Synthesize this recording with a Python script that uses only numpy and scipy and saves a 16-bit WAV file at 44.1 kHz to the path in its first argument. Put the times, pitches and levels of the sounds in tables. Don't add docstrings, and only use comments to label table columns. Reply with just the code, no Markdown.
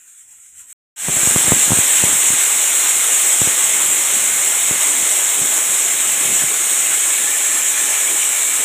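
import sys
import numpy as np
from scipy import signal
from scipy.io import wavfile
from scipy.ndimage import uniform_filter1d

SR = 44100
rng = np.random.default_rng(int(sys.argv[2]) if len(sys.argv) > 2 else 0)


def transcribe(signal):
    frames = np.atleast_2d(signal).T
    limited = np.clip(frames, -1, 1)
    pcm = np.round(limited * 32767).astype(np.int16)
    wavfile.write(sys.argv[1], SR, pcm)


def attenuation_scalar(level_db):
    decades = np.asarray(level_db, float) / 20
    return 10 ** decades


N = 381024
TIME_S = np.arange(N) / SR


def evened(x):
    return x / np.sqrt(np.mean(x ** 2) + 1e-20)


def read(points, hz):
    f, value = np.transpose(points)
    return np.interp(np.log(hz + 1), np.log(f + 1), value)


def column(rows, k):
    rows = np.array(rows)
    return np.interp(TIME_S, rows[:, 0], rows[:, k])


def filtered(x, order, hz, kind="low"):
    return signal.sosfiltfilt(signal.butter(order, hz, kind, fs=SR, output="sos"), x)


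def highpassed(x, order, hz):
    return signal.sosfilt(signal.butter(order, hz, "high", fs=SR, output="sos"), x)


def wander(per_s):
    return evened(filtered(rng.standard_normal(N), 2, per_s))


def turbulence(spectra, patchy_db, flicker_db, size=512):
    hop = size // 4
    frames, hz = N // hop + 5, np.fft.rfftfreq(size, 1 / SR)
    a, b, patches = rng.standard_normal((frames, len(hz), 3)).T
    patches = uniform_filter1d(patches, size=8, axis=0)
    patches = evened(uniform_filter1d(patches, size=24, axis=1))
    flicker = evened(uniform_filter1d(rng.standard_normal(frames), size=12))
    colour_db = sum(read(s, hz) for s in spectra)[:, None]
    z = (a + 1j * b) * attenuation_scalar(colour_db + patchy_db * patches + flicker_db * flicker)
    return evened(signal.istft(z, nperseg=size, noverlap=size - hop)[1][:N])


def resonate(x, hz, width):
    turn = np.exp(2j * np.pi * np.cumsum(hz * np.ones(len(x))) / SR)
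    r = np.exp(-np.pi * width / SR)
    return 2 * (turn * signal.lfilter([1 - r], [1, -r], x / turn)).real


def narrow_noise(hz, width):
    return evened(resonate(resonate(rng.standard_normal(N), hz, width), hz, width))


# hz, density_db [dB per Hz]
ROOM_COLOUR = [(18, -31), (30, -4), (103, -1), (140, -14), (210, -6), (584, -14), (891, -9), (1100, -10),
               (1430, -39), (2420, -120)]


def room():
    return attenuation_scalar(-71.5) * turbulence([ROOM_COLOUR], patchy_db=0.5, flicker_db=-3.0, size=2048)


# hz, density_db [dB per Hz]
HAND_COLOUR = [(12, -12), (30, 0), (50, -8), (90, -40)]


def hand():
    return attenuation_scalar(-72) * turbulence([HAND_COLOUR], patchy_db=4.0, flicker_db=3.0, size=4096)


# start_s, length_s, pitch_hz, width_hz, level_db
STIR_EVENTS = [
    (.31, .05, 870, 120, -67),
    (.59, .1, 990, 30, -65),
    (0.49, 0.21, 75, 54, -66),
]


def stirs():
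    out = np.zeros(N)
    for start_s, length_s, hz, width, db in STIR_EVENTS:
        swell = np.sin(np.pi * np.clip((TIME_S - start_s) / length_s, 0, 1))
        out += attenuation_scalar(db) * narrow_noise(hz, width) * swell
    return out


# peak_s, peak_db
PUFF_EVENTS = [(1.1, -33.5), (1.35, -39), (1.55, -32), (1.73, -33), (2.07, -34), (2.15, -41), (2.325, -41),
               (2.55, -49), (3.43, -44), (3.48, -46), (3.71, -38), (3.9, -41), (4.17, -43), (4.32, -44),
               (4.47, -49), (4.72, -37), (5.02, -41), (5.43, -39.5), (5.722, -44), (5.85, -50), (6.12, -48),
               (6.32, -36), (6.41, -49), (6.47, -44), (6.84, -43), (7.15, -52), (7.84, -54), (8.1, -53),
               (8.26, -53)]


def wash_db():
    calm_db, rise_db_per_s, fall_db_per_s = -59, 146, 145
    power = attenuation_scalar(2 * calm_db)
    for s, db in PUFF_EVENTS:
        slope_db = np.minimum(rise_db_per_s * (TIME_S - s), fall_db_per_s * (s - TIME_S))
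        power = power + attenuation_scalar(2 * (db + slope_db))
    return 10 * np.log10(power)


# hz, density_db [dB per Hz]
BUFFET_COLOUR = [(25, -33), (55, -9), (100, -3), (200, 3.5), (450, -8.5), (900, -37)]
# hz, density_db [dB per Hz]
ROAR_BOTTOM_COLOUR = [(90, -40), (200, -15.5), (310, 5), (450, 1), (650, -3), (1000, -30)]


def buffeting():
    memory_s, follows, start_s = 0.19, 0.31, 1.08
    air_db = wash_db()
    lumps = attenuation_scalar(air_db) * turbulence([BUFFET_COLOUR], patchy_db=2.2, flicker_db=2.5, size=1024)
    stirred_db = follows * (uniform_filter1d(air_db, size=round(memory_s * SR)) - air_db.mean())
    swirl = turbulence([ROAR_BOTTOM_COLOUR], patchy_db=2.6, flicker_db=1.8)
    return lumps + (TIME_S >= start_s) * attenuation_scalar(-41.5 + stirred_db) * swirl


# start_s, size_db
INWARD_JUMPS = [(1.085, -5), (1.1034, -21), (1.1684, -10), (1.2321, -10), (1.3085, -14), (1.3614, 1.5),
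                (1.473, -13), (1.5206, 6.5), (1.6802, -16), (1.7188, -2), (1.7198, 1.5), (1.7727, -9.8),
                (2.0382, -1), (2.1282, -15), (2.1555, -18), (3.4737, -6), (4.711, -7), (5.416, -12.5),
                (6.305, -19), (6.4387, -14)]
# start_s, size_db
OUTWARD_JUMPS = [(1.0943, -13.5), (1.2736, -7.5), (1.4457, -17), (1.4808, -8), (1.49, -18), (1.5115, -20),
                 (1.533, -10), (1.5653, -15.4), (1.706, -7), (1.7321, -8), (1.788, -7), (2.0812, -20),
                 (2.304, -14), (2.327, -24), (2.3355, -17), (3.4167, -6), (3.4262, -18), (6.422, -19.5)]


def pops():
    eddy_db, eddy_t60_s = -40, 0.064
    pressure, t = np.zeros(N), np.arange(3000) / SR
    for sign, rows in ((0.8, INWARD_JUMPS), (-1.22, OUTWARD_JUMPS)):
        for s, db in rows:
            relax_ms = 1.5 if sign > 0 else 2.8 + 0.1 * db
            hold = np.exp(-1000 / SR / max(relax_ms, .1))
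            jumps = attenuation_scalar(eddy_db - 60 * t / eddy_t60_s) * rng.standard_normal(3000)
            jumps[0] = sign
            pressure[round(s * SR):][:3000] += attenuation_scalar(db) * signal.lfilter([1], [1, -hold], jumps)
    pressure = filtered(pressure, 1, 2400)
    pressure = highpassed(pressure, 1, 60)
    return highpassed(pressure, 2, 95)


# time_s, upper_hz, upper_db, lower_hz, lower_db
VENT_TONES = [(1.2, 2065, -39, 1620, -36), (4.5, 2160, -35.5, 1680, -61), (6.5, 2120, -40, 1710, -43),
              (6.95, 2180, -34, 1740, -50), (7.25, 2300, -36, 1770, -35.5), (7.7, 2410, -36, 1750, -35.5),
              (8.1, 2260, -35.5, 1760, -38.5), (8.64, 2270, -35, 1750, -40)]


def edge_tones():
    out = np.zeros(N)
    for k in (1, 3):
        hz = column(VENT_TONES, k) * (1 + 0.02 * wander(1.5))
        tone = narrow_noise(hz, width=200)
        out += attenuation_scalar(column(VENT_TONES, k + 1) + 2.5 * wander(19)) * tone
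    return out


def kitchen(x, wet_db, t60, turns_per_s, count=5):
    t = np.arange(8000) / SR
    tails = rng.standard_normal((count, 8000)) * attenuation_scalar(-60 * t / t60) * (t > .002)
    tails = highpassed(tails / np.linalg.norm(tails), 1, 1300)
    rates = turns_per_s * (1 + np.arange(count) / count)
    drift = 2 * np.pi * (np.outer(rates, TIME_S) + rng.random((count, 1)))
    wet = sum(signal.oaconvolve(x, tail)[:N] * np.cos(d) for tail, d in zip(tails, drift))
    return evened(x + attenuation_scalar(wet_db) * wet * np.sqrt(2))


# pitch_hz, width_hz, level_db [over the jet]
POT_MODES = [(2042, 50, -4), (2317, 25, -1), (2870, 50, -2), (3190, 50, -3), (3300, 25, -3), (3741, 25, -6)]
# pitch_hz, width_hz, level_db [over the jet]
LID_MODES = [(5430, 20, 0), (5630, 20, 2), (5904, 22, 5), (6743, 18, 2), (6998, 22, 2), (7394, 25, 2),
             (7667, 40, -2), (7925, 30, -2), (10042, 25, -4), (10903, 25, -1)]


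def ringing(jet):
    modes = POT_MODES + LID_MODES
    return jet + sum(attenuation_scalar(db) * resonate(jet, hz, width) / 2 for hz, width, db in modes)


# hz, density_db [dB per Hz]
PORT_COLOUR = [(1200, -13), (2250, -10), (3700, -11.5), (4300, -18), (4780, -30.5), (5200, -18.5),
               (6100, -12.5), (6950, -2), (7900, 1), (8950, -3.5), (9350, -13), (10100, -9.5),
               (13000, -16.5), (13900, -19.5)]
# hz, density_db [dB per Hz]
PORT_TOP = (15100, -11.5)


def steam(tilt, patchy_db, wet_db, turns_per_s, size):
    jet = turbulence([PORT_COLOUR + [PORT_TOP], tilt], patchy_db, flicker_db=0.5, size=size)
    return kitchen(ringing(jet), wet_db, t60=.2, turns_per_s=turns_per_s)


# peak_s, peak_db
THROB_EVENTS = [
    (-.02, -48),
    (.095, -41),
    (.2, -41.5),
    (.33, -41.5),
    (.45, -42.5),
    (.6, -36.5),
    (.72, -35),
]


def rocking_db():
    times, peaks_db = np.transpose(THROB_EVENTS)
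    opening = .5 + .5 * np.cos(2 * np.pi * np.interp(TIME_S, times, np.arange(len(times))))
    rest_db = -43.5 - 90 * (np.diff(times) - 0.1)
    shut_db = np.interp(TIME_S, (times[1:] + times[:-1]) / 2, rest_db)
    return shut_db + opening * (np.interp(TIME_S, times, peaks_db) - shut_db)


# hz, level_db
LEAK_COLOUR = [(600, -40), (1150, -12), (1400, -0.5), (2300, -3.5), (3700, -9), (4800, -9), (5800, -0.5),
               (7700, 1), (11400, -3), (12700, 2), (15500, -6)]


def leak():
    hiss = steam(LEAK_COLOUR, patchy_db=2.5, wet_db=-7, turns_per_s=0.36, size=1024)
    low = filtered(hiss, 4, 4750)
    level_db = rocking_db()
    steadied_low = low * attenuation_scalar(-0.15 * (level_db + 46.0))
    return attenuation_scalar(level_db) * (hiss - low + steadied_low)


def sag(db_per_s):
    return -db_per_s * (TIME_S - 1.26)


# hz, level_db
BLAST_COLOUR = [(100, -72), (300, -12.5), (600, -1), (1200, 1), (10800, 1), (11400, -0.5), (12700, 4.5),
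                (13900, 0.5), (15500, -1)]
# time_s, level_db [on the shrill band]
JET_AIM = [(1.25, 0.5), (1.85, -0.5), (2.3, 0.5), (2.9, -0.7), (3.35, 1), (3.7, -0.5), (4.25, 0),
           (4.55, -1), (4.9, -0.1), (5.75, 0.3), (6.05, -1), (6.35, 1), (6.65, -0.5), (7.1, 0.8),
           (7.55, -0.5), (7.85, 0.9), (8.2, 0.8), (8.6, 0.2)]


def blast():
    jet = steam(BLAST_COLOUR, patchy_db=1.0, wet_db=-8, turns_per_s=.045, size=512)
    roar = filtered(jet, 4, 4750)
    fizz = filtered(jet, 2, 11000, "high")
    shrill = jet - roar - fizz
    aim_db = column(JET_AIM, 1)
    shrill = shrill * attenuation_scalar(sag(0.5) + aim_db)
    roar = roar * attenuation_scalar(-0.5 + sag(0.5342) + 0.2 * aim_db)
    fizz = fizz * attenuation_scalar(-1.7 + sag(0.46) + 0.1 * aim_db)
    return attenuation_scalar(-12.25) * (shrill + roar + fizz)


def scene():
    cut_s, fade_from_s, fade_to_s = .729, 0.96, 1.26
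    fade = np.clip((TIME_S - fade_from_s) / (fade_to_s - fade_from_s), 0, 1) ** 0.76
    leaking = leak() + room() + stirs()
    blowing = blast() + edge_tones() + buffeting() + hand()
    mono = leaking * (TIME_S < cut_s) + blowing * fade + pops()
    return np.array([mono, mono])


def roll_off(x):
    return signal.sosfilt(signal.butter(12, 15640, fs=SR, output="sos"), x)


def record(dry):
    edge = signal.firwin(1501, 15480, window=("kaiser", 11), fs=SR)[None]
    mix = signal.oaconvolve(np.clip(dry, -1.1, 1.1), edge, "same")
    return roll_off(mix)


dry = scene()
out = record(dry)
transcribe(out)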